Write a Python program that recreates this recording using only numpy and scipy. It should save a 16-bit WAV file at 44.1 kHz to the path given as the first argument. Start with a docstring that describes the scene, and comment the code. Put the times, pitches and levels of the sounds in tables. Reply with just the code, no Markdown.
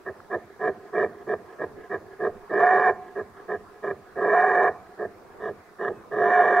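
"""Faint outdoor air and a drawn breath come first, then a wapiti bull's hoarse grunts and three longer roars.
Irregular flaps of his vocal folds excite the resonances of a long throat (source and filter).
In the roars the mouth opens, adding resonances, and forced air locks into a whistle through the rasp.
Breaths are filtered turbulence, and the bushy slope answers with a thin tail and a low echo.
A dry tick, soft wind buffets and a far bird's drooping whistle are heard once or a few times."""
import sys
import numpy as np
from scipy import signal
from scipy.fft import rfft, irfft
from scipy.io import wavfile
from scipy.ndimage import uniform_filter1d

SR = 44100
rng = np.random.default_rng(int(sys.argv[2]) if len(sys.argv) > 2 else 0)


def to_wav(sig):
    """Store sig (one row per channel, or 1-D mono) as 16-bit WAV at the path in sys.argv[1].

    Samples outside -1..1 are clipped; the rate is SR.
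    """
    pcm = np.clip(np.atleast_2d(sig), -1, 1) * 32767
    pcm = np.round(pcm).astype(np.int16)
    wavfile.write(sys.argv[1], SR, pcm.T)  # frames by channels


N = 291060  # 6.6 s


def gain_of(db):
    """Logarithmic level: decibels to amplitude."""
    return 10 ** (np.asarray(db) / 20)


def evened(x):
    """Normalization of mean power: scales to rms 1."""
    return x / np.sqrt(np.mean(x ** 2) + 1e-20)


def read(points, hz):
    """Spectral interpolation: reads a curve on a log-frequency axis."""
    f, value = np.transpose(points)
    return np.interp(np.log(hz + 1), np.log(f + 1), value)


def over_time(points):
    """Linear interpolation of (start_s, value) points, per sample."""
    return np.interp(np.arange(N) / SR, *np.transpose(points))


def add(mix, start_s, sound):
    """Superposition: mixes a sound in at start_s, or at zero if that is negative."""
    part = mix[max(round(start_s * SR), 0):][:len(sound)]
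    part += sound[:len(part)]


def smooth(x, seconds):
    """Low-pass averaging: two running means make a triangular window."""
    size = max(int(seconds * SR), 1)
    return uniform_filter1d(uniform_filter1d(x, size), size)


def wander(seconds):
    """Random modulation: smoothed noise of rms 1."""
    return evened(smooth(rng.standard_normal(N), seconds))


def steadied(x, seconds):
    """Envelope division: holds the slow level at 1 and keeps the faster flutter."""
    return x / np.sqrt(abs(smooth(x * x, seconds)) + 1e-12)


def throat(x, modes):
    """Minimum-phase filtering: steep-sided resonances that respond only after excitation."""
    size = 8192
    hz = abs(np.fft.fftfreq(size, 1 / SR))
    power = sum(gain_of(db) ** 2 / (1 + ((hz - f) / width) ** 2) ** 4 for f, width, db in modes)
    log_gain = np.log(power + 1e-9) / 2
    # the Hilbert transform of the log gain gives the minimum phase
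    spectrum = np.exp(np.conj(signal.hilbert(log_gain)))
    kernel = np.fft.ifft(spectrum).real[:size // 2]
    return signal.oaconvolve(x, kernel)[:N]


def resonate(x, hz, width_hz):
    """Single damped resonance: a one-pole low-pass shifted up to hz."""
    turn = np.exp(2j * np.pi * np.cumsum(hz * np.ones(len(x))) / SR)
    r = np.exp(-np.pi * width_hz / SR)
    return 2 * (turn * signal.lfilter([1 - r], [1, -r], x / turn + 1e-18)).real


# Spectrum of the outdoor air before its overall level is set: frequency_hz, density_db (relative, per Hz)
AIR_SPECTRUM = [(25, -9), (90, -7.5), (240, -6.5), (410, 2.5), (560, -4), (1100, -5.5), (1700, -11.5),
                (2300, -18.5), (3000, -28), (4500, -26.5), (7000, -31), (10000, -33), (15000, -35)]
# Left-right coherence of the air: frequency_hz, coherence (0 to 1)
AIR_COHERENCE = [(30, 0.27), (100, 0.42), (400, 0.79), (1500, 0.43), (3000, 0.12), (6000, 0.082),
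                 (15000, .1)]
AIR_DB = -50


def air(patchy_db=4.0, left_db=-2.5):
    """Partial coherence: outdoor noise drifts in patches, its treble nearly independent left and right."""
    frames, hz = N // 256 + 5, np.fft.rfftfreq(1024, 1 / SR)
    a, b, c, d, patches = rng.standard_normal((5, len(hz), frames))
    patches = uniform_filter1d(patches, size=12, axis=0)
    patches = evened(uniform_filter1d(patches, size=14, axis=1))
    same = read(AIR_COHERENCE, hz)[:, None]
    left = a + 1j * b
    right = same * left + np.sqrt(1 - same ** 2) * (c + 1j * d)
    z = np.array([left * gain_of(left_db * same), right])
    z *= gain_of(read(AIR_SPECTRUM, hz)[:, None] + patchy_db * patches * np.sqrt(same))
    wash = signal.istft(z, nperseg=1024, noverlap=768)[1][:, :N]
    return gain_of(AIR_DB) * evened(wash)


# Short grunts: start_s, push_s, swell_s, chest_linger_s, chest_db, rasp_db, ring_db, inhale_db
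# (levels in dB before the trims and modulation of each layer)
GRUNTS = [ (0.051, 0.036, 0.029, .015, -31, -32.5, -38, -61),
          (0.297, 0.053, 0.046, .016, -25.5, -28, -28.5, -55.5),
          (0.592, 0.094, 0.062, .016, -23.5, -27.5, -25.5, -53.5),
          (0.924, 0.12, .058, .005, -21, -27.5, -28, -48.5),
          (1.263, 0.076, 0.05, 0.0011, -23, -31, -29.5, -45.5),
          (1.582, 0.06, .036, .006, -27.5, -33, -41, -46),
          (1.893, 0.063, 0.028, 0.0031, -27.5, -31.5, -32.5, -46),
          (2.189, 0.083, 0.052, .013, -22.5, -30.5, -29.5, -47),
          (3.147, 0.061, 0.027, 0.0039, -27.5, -35.5, -38.5, -46),
          (3.476, .075, 0.031, 0.00099, -27, -32.5, -32.5, -48.5),
          (3.822, .092, 0.028, .007, -26.5, -33, -35, -51),
          (4.974, 0.077, 0.044, 0.0011, -27, -36.5, -35, -53),
          (5.396, .093, 0.058, .019, -29, -34.5, -34.5, -54.5),
          (5.782, .104, .040, .028, -27, -32, -35, -56), ]
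# Long roars: the same columns, then mouth_opening_s
ROARS = [ (2.493, .407, 0.061, .010, -21, -27, -29, -50, 0.056),
         (4.154, .530, 0.082, .010, -21.5, -27.5, -27.5, -52, 0.12),
         (6.108, .550, 0.11, .001, -20, -27, -26.5, -61, .17), ]


def calls():
    """Breath pushes in order of time; infinite opening time keeps the mouth shut in a grunt."""
    return sorted([(*row, np.inf) for row in GRUNTS] + [tuple(row) for row in ROARS])


# Throat resonances while air is drawn in: frequency_hz, width_hz, level_db (relative)
INHALE_MODES = [(399.7, 62.4, -0.5), (600, 23, -19), (716.6, 32, -5), (1040, 29, -13), (1264, 22, -13),
                (1669, 86, -12), (1880, 260, -23.5), (3180, 670, -41)]


def inhales(length_s=0.17, lead_s=0.16, flutter_db=3.0):
    """Filtered turbulence: air hisses in through the throat ahead of each call, the first from time zero."""
    level = np.zeros(N)
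    for start, *_, db, _ in calls():
        add(level, start - lead_s, gain_of(db) * signal.windows.tukey(int(length_s * SR), .8))
    hiss = steadied(throat(rng.standard_normal(N), INHALE_MODES), 0.017)
    return level * hiss * gain_of(flutter_db * wander(0.0066))


# every push starts abruptly, swells up from SWELL_DB below, holds, and runs out
ATTACK_S, SWELL_DB, RUN_OUT_S, CLOSE_S = 0.015, 10.5, .040, 0.016
# in a roar the mouth starts to open after this delay, shifting the level of chest, rasp and ring
OPEN_AFTER_S, OPEN_DB = .065, (-1, 5, 8.5)
# Decay of the voice after the push (the chest also lingers): chest, rasp, ring (dB per s)
RELEASE_DB_PER_S = (620, 848, 751)


def gestures(slack_over_s=.045):
    """Articulation: chest, rasp and ring amplitude, mouth opening, and slackening of the folds at the end."""
    tracks = np.zeros((5, N))
    for start, push, swell, linger, *levels, _, opening in calls():
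        t = np.arange(0, push + linger + RUN_OUT_S, 1 / SR)
        left_s = t[-1] - t
        edges = np.clip(np.minimum(t / ATTACK_S, left_s / CLOSE_S), 0, 1)
        swell_db = SWELL_DB * np.minimum(t / swell - 1, 0)
        gape = np.clip((t - OPEN_AFTER_S) / opening, 0, 1)
        slack = np.clip(1 - left_s / slack_over_s, 0, 1)
        curves = []
        ends = (push + linger, push, push)
        for db, open_db, release, end in zip(levels, OPEN_DB, RELEASE_DB_PER_S, ends):
            level_db = db + swell_db + open_db * gape - release * np.maximum(t - end, 0)
            curves.append(edges * gain_of(level_db))
        for track, curve in zip(tracks, curves + [gape * (1 - slack), slack]):
            add(track, start, curve)
    return tracks


def folds(gape, slack, grunt_hz=150, roar_hz=175, sag=.45, jitter=.3, shimmer_db=3, rough=0.58,
          puff_depth=0.6):
    """Irregular self-oscillation: the folds flap with jitter and let through puffs of turbulent air."""
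    hz = (grunt_hz + (roar_hz - grunt_hz) * gape) * (1 - sag * slack)
    turns = np.cumsum(hz * np.exp(jitter * (1 - slack) * wander(.003))) / SR
    flaps = np.diff(np.floor(turns), prepend=0)  # one pulse a cycle
    puffs = np.exp(puff_depth * np.cos(2 * np.pi * turns)) * rng.standard_normal(N)
    source = np.sqrt(1 - rough) * evened(flaps) + np.sqrt(rough) * (1 - slack) * evened(puffs)
    return source * gain_of(shimmer_db * wander(0.0082))


# Voice cracks: center_s, rasp_rise_db
CRACKS = [(5.849, 10), (5.884, 8)]


def cracks(length_s=0.015):
    """Brief amplitude modulation: the rasp's gain is 1 except where the voice cracks harsher."""
    rise_db = np.zeros(N)
    for center, db in CRACKS:
        add(rise_db, center - length_s / 2, db * np.hanning(int(length_s * SR)))
    return gain_of(rise_db)


# One table a roar, the whistle's contour before its trim: time_s, pitch_hz, level_db
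WHISTLE_CONTOURS = [
    [(2.57, 681, -35), (2.584, 709, -27.5), (2.602, 687, -22), (2.656, 725.8, -18), (2.728, 733.4, -20),
     (2.828, 716.2, -24), (2.85, 746, -21), (2.886, 716.4, -20), (2.92, 713, -34.5)],
    [(4.27, 693.2, -24.5), (4.308, 650.4, -32), (4.332, 644.8, -21.5), (4.354, 712.6, -18.5),
     (4.442, 734.7, -19), (4.488, 736.6, -27), (4.52, 719.5, -23.5), (4.684, 719.3, -23.5),
     (4.7, 740.0, -32)],
    [(6.2, 669, -30), (6.222, 701.3, -15.5), (6.328, 719.3, -20.5), (6.418, 720, -14.5),
     (6.442, 683, -31.5), (6.464, 713, -24.5), (6.514, 711, -28), (6.53, 717, -21.5), (6.59, 709, -15)],
]


def whistling():
    """Pitch contour: the whistle's frequency and level per sample."""
    s, *columns = np.concatenate(WHISTLE_CONTOURS).T
    return [np.interp(np.arange(N) / SR, s, column) for column in columns]


# Harmonics of the whistle: multiple (of its pitch), level_db (relative)
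OVERTONES = [(1, -1), (2, -19.5), (3, -32.5), (4, -47.5), (5, -58)]


def whistle(hz, level_db, waver_hz=10, flutter_db=2.0):
    """Aeroacoustic locking: forced air sounds a wavering tone with weak harmonics."""
    turns = np.cumsum(hz + waver_hz * wander(0.0032)) / SR
    tone = sum(gain_of(db) * np.sin(2 * np.pi * (round(k) * turns + rng.random())) for k, db in OVERTONES)
    return gain_of(level_db) * evened(tone * gain_of(flutter_db * wander(0.0073)))


# Throat resonances in the tables below: frequency_hz, width_hz, level_db (relative within each table)
# low resonances, mouth closed and mouth wide open
CHEST_MODES = [(325, 34, -12.5), (410.2, 54, 4), (473, 122, -6.5), (616.7, 59, -7.5), (686, 90, -9.5),
               (812, 151, -18)]
CHEST_OPEN_MODES = [(415.5, 49, 2), (493, 145, -10.5), (620, 63, -6), (730, 76, -7), (770, 151, -17)]
# upper resonances
RASP_MODES = [(1015.6, 53, 0.5), (1141, 134.6, -2.5), (1236, 120, -5.5), (1666, 86, 3), (1775, 100, 1.5),
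              (1874, 24, -2), (2310, 65, -23.5), (3080, 330, -42), (3755, 250, -41), (6500, 4400, -58)]
# resonances added by the wide open mouth
GAPE_MODES = [(842, 72.5, 4), (1162, 148, 9.5), (1450, 31, -14.5), (2315, 81, -7.5), (2990, 290, -35.5),
              (3140, 120, -39), (4770, 280, -53.5), (5840, 160, -44.5), (6280, 140, -39), (7150, 250, -46),
              (8500, 1800, -63.5)]
# deep hum of the neck
NECK_MODES = [(132.9, 18, -2.5), (205.2, 45, 2.5)]
# nasal resonances
NASAL_MODES = [(2174, 108, -6.5), (2324, 77, 2.5), (4920, 100, -23.5)]
# thin wheeze
WHEEZE_MODES = [(2930, 60, -8), (2900, 63, 0.5), (3310, 71, -0.5), (3570, 80, -1.5), (3760, 100, -7.5),
                (5800, 370, -15)]
# Level of the nasal sound and of the wheeze: time_s, level_db (re the rasp)
NASAL_LEVELS = [(.1, -31), (.7, -23.5), (2.5, -23), (4.25, -26), (4.5, -34), (5.4, -58)]
WHEEZE_LEVELS = [(.1, -48), (1.0, -38.5), (2.7, -42.5), (3.2, -49), (3.8, -32), (4.2, -56), (5.1, -62),
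                 (5.42, -29.5), (5.85, -34.5), (6.25, -36), (6.6, -38.5)]
RING_HZ, RING_WIDTH_HZ = 724, 42
# whistle and chest share the air: each dB of whistle above usual takes this many dB from the chest
USUAL_WHISTLE_DB, WHISTLE_TAKES = -25, 0.44


def bull(chest_db=-1.53, rasp_db=-1.15, gape_db=-7, ring_db=-4, whistle_db=-1, neck_db=-29,
         neck_open_db=-4, neck_follow=0.7, flutter_db=3.5, throb_db=2.0):
    """Source and filter: flaps sound the throat; an open mouth cuts the hum and turns ring to whistle."""
    chest, rasp, ring, gape, slack = gestures()
    tone_hz, tone_db = whistling()
    taken_db = WHISTLE_TAKES * np.maximum(tone_db - USUAL_WHISTLE_DB, 0)
    chest = chest * gain_of(gape * (throb_db * wander(0.025) - taken_db))
    rasp = rasp * cracks()
    drive = folds(gape, slack)
    harsh_drive = drive * gain_of(flutter_db * wander(0.02))

    hum = chest ** neck_follow * steadied(throat(drive, NECK_MODES), 0.029)
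    chest_note = (1 - gape) * throat(drive, CHEST_MODES) + gape * throat(drive, CHEST_OPEN_MODES)
    chest_note = chest * steadied(chest_note, 0.017)
    harsh = rasp * steadied(throat(harsh_drive, RASP_MODES), 0.017)
    open_mouth = rasp * gape * steadied(throat(drive, GAPE_MODES), 0.01)
    nasal = rasp * evened(throat(drive, NASAL_MODES))
    wheeze = rasp * evened(throat(rng.standard_normal(N), WHEEZE_MODES))
    ringing = resonate(resonate(drive, RING_HZ, RING_WIDTH_HZ), RING_HZ, RING_WIDTH_HZ)
    ringing = ring * np.sqrt(1 - gape) * steadied(ringing, 0.013)
    return (gain_of(neck_db + neck_open_db * gape) * hum
            + gain_of(chest_db) * chest_note
            + gain_of(rasp_db) * harsh
            + gain_of(gape_db) * open_mouth
            + gain_of(over_time(NASAL_LEVELS)) * nasal
            + gain_of(over_time(WHEEZE_LEVELS)) * wheeze
            + gain_of(ring_db) * ringing
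            + gain_of(whistle_db) * gape * whistle(tone_hz, tone_db))


def slack_folds(level_db=-48, from_hz=135, to_hz=68, length_s=0.076, lead_s=0.016):
    """Falling tension lowers pitch: each call runs out in a few soft cycles of the bare fundamental."""
    out, size = np.zeros(N), int(length_s * SR)
    for start, push, *_ in calls():
        turns = np.cumsum(np.geomspace(from_hz, to_hz, size)) / SR + rng.random()
        add(out, start + push - lead_s, np.hanning(size) * np.sin(2 * np.pi * turns))
    return gain_of(level_db) * out


# Decay time of the scattered tail, held to at least 0.05 s: frequency_hz, t60_s
HILL_T60 = [(170, 2.5), (350, -0.48), (520, 0.43), (720, 1.11), (1700, 0.14), (4000, 1.32)]
# Colour of the scattered tail: frequency_hz, level_db (relative)
HILL_COLOUR = [(100, -8.5), (220, 8), (420, -3.5), (750, 1), (1700, 3.5), (5000, -7.5)]


def hillside(x, wet_db=-19, first_s=0.045, echo_s=0.085, echo_db=-8, echo_hz=260):
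    """Scattering and reflection: scrub gives a thin tail, the slope one echo of the bass alone."""
    step = 20  # samples a scattered arrival
    at = np.arange(0, SR - step, step)
    taps = np.zeros(SR)
    taps[at + rng.integers(0, step, len(at))] = rng.choice([-1., 1.], len(at))
    hz, t, z = signal.stft(taps, SR, nperseg=256)
    t60 = np.maximum(read(HILL_T60, hz), .05)[:, None]
    tail = signal.istft(z * gain_of(-60 * t / t60), SR, nperseg=256)[1]
    colour = gain_of(read(HILL_COLOUR, np.fft.rfftfreq(len(tail), 1 / SR)))
    tail = irfft(rfft(tail / np.linalg.norm(tail)) * colour)
    tail = tail[:len(tail) * 9 // 10]
    bass = signal.sosfilt(signal.butter(4, echo_hz, fs=SR, output="sos"), x)
    out = np.zeros(N)
    add(out, first_s, gain_of(wet_db) * signal.fftconvolve(x, tail))
    add(out, echo_s, gain_of(echo_db) * bass)
    return out


def tick(start_s=.203, hz=1300, level_db=-27, decay_s=0.0008):
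    """Damped oscillation: one small dry tick."""
    out, t = np.zeros(N), np.arange(SR // 20) / SR
    envelope = (t / decay_s) * np.exp(-t / decay_s)
    add(out, start_s, gain_of(level_db) * envelope * np.sin(2 * np.pi * hz * t))
    return out


# Light wind bumps on the microphone: start_s, decay_s, level_db (before the left and right offsets)
WIND_BUMPS = [(2.31, 0.1, -52), (3.55, .3, -62), (4.03, .04, -63)]


def wind(top_hz=55):
    """Turbulent pressure: soft decaying buffets of low-passed noise, stronger on the right."""
    level, t = np.zeros(N), np.arange(SR) / SR
    for start, decay, db in WIND_BUMPS:
        add(level, start, gain_of(db) * np.exp(-t / decay) * np.minimum(t / .01, 1))
    low_pass = signal.butter(2, top_hz, fs=SR, output="sos")
    rumble = signal.sosfilt(low_pass, rng.standard_normal((2, N)))
    return level * evened(rumble) * gain_of([[-8], [3]])  # left, right offset in dB


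def bird(start_s=5.91, length_s=.125, top_hz=2620, fall_hz=210, waver_hz=35, level_db=-66):
    """Frequency modulation: a far bird's single drooping whistle."""
    out, u = np.zeros(N), np.linspace(0, 1, int(length_s * SR))
    turns = np.cumsum(top_hz - fall_hz * u ** 2 + waver_hz * wander(.002)[:len(u)]) / SR
    add(out, start_s, gain_of(level_db) * np.sin(np.pi * u) * np.sin(2 * np.pi * turns))
    return out


# Level difference between the channels: frequency_hz, left_minus_right_db
PLACE = [(100, -3.5), (700, -2.5), (1000, -2), (1550, -1), (1800, -4), (2100, -1.8), (5000, 2)]
# Phase by which the left leads: frequency_hz, lead_rad
LEFT_LEAD = [(0, 0), (1640, 0.16), (1980, 0.44), (2240, 0.053), (2760, 0.097)]


def scene():
    """Stereo localization: level and phase differences place the voice, echoes, tick and bird."""
    voice = bull() + slack_folds() + inhales()
    heard = rfft(voice + hillside(voice) + tick() + bird(), 2 * N)
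    hz = np.fft.rfftfreq(2 * N, 1 / SR)
    lean_db = read(PLACE, hz)
    left = gain_of(lean_db / 2) * np.exp(1j * read(LEFT_LEAD, hz))
    right = gain_of(-lean_db / 2)
    return irfft(heard * np.array([left, right]))[:, :N] + air() + wind()


def record(dry, edge_hz=15780):
    """Band limitation: a steep low-pass follows a 2 ms fade at the end."""
    fade = np.minimum(np.arange(N)[::-1] / (.002 * SR), 1)
    low_pass = signal.firwin(511, edge_hz, window=("kaiser", 9), fs=SR)
    return signal.oaconvolve(dry * fade, low_pass[None], "same")


dry = scene()
out = record(dry)
to_wav(out)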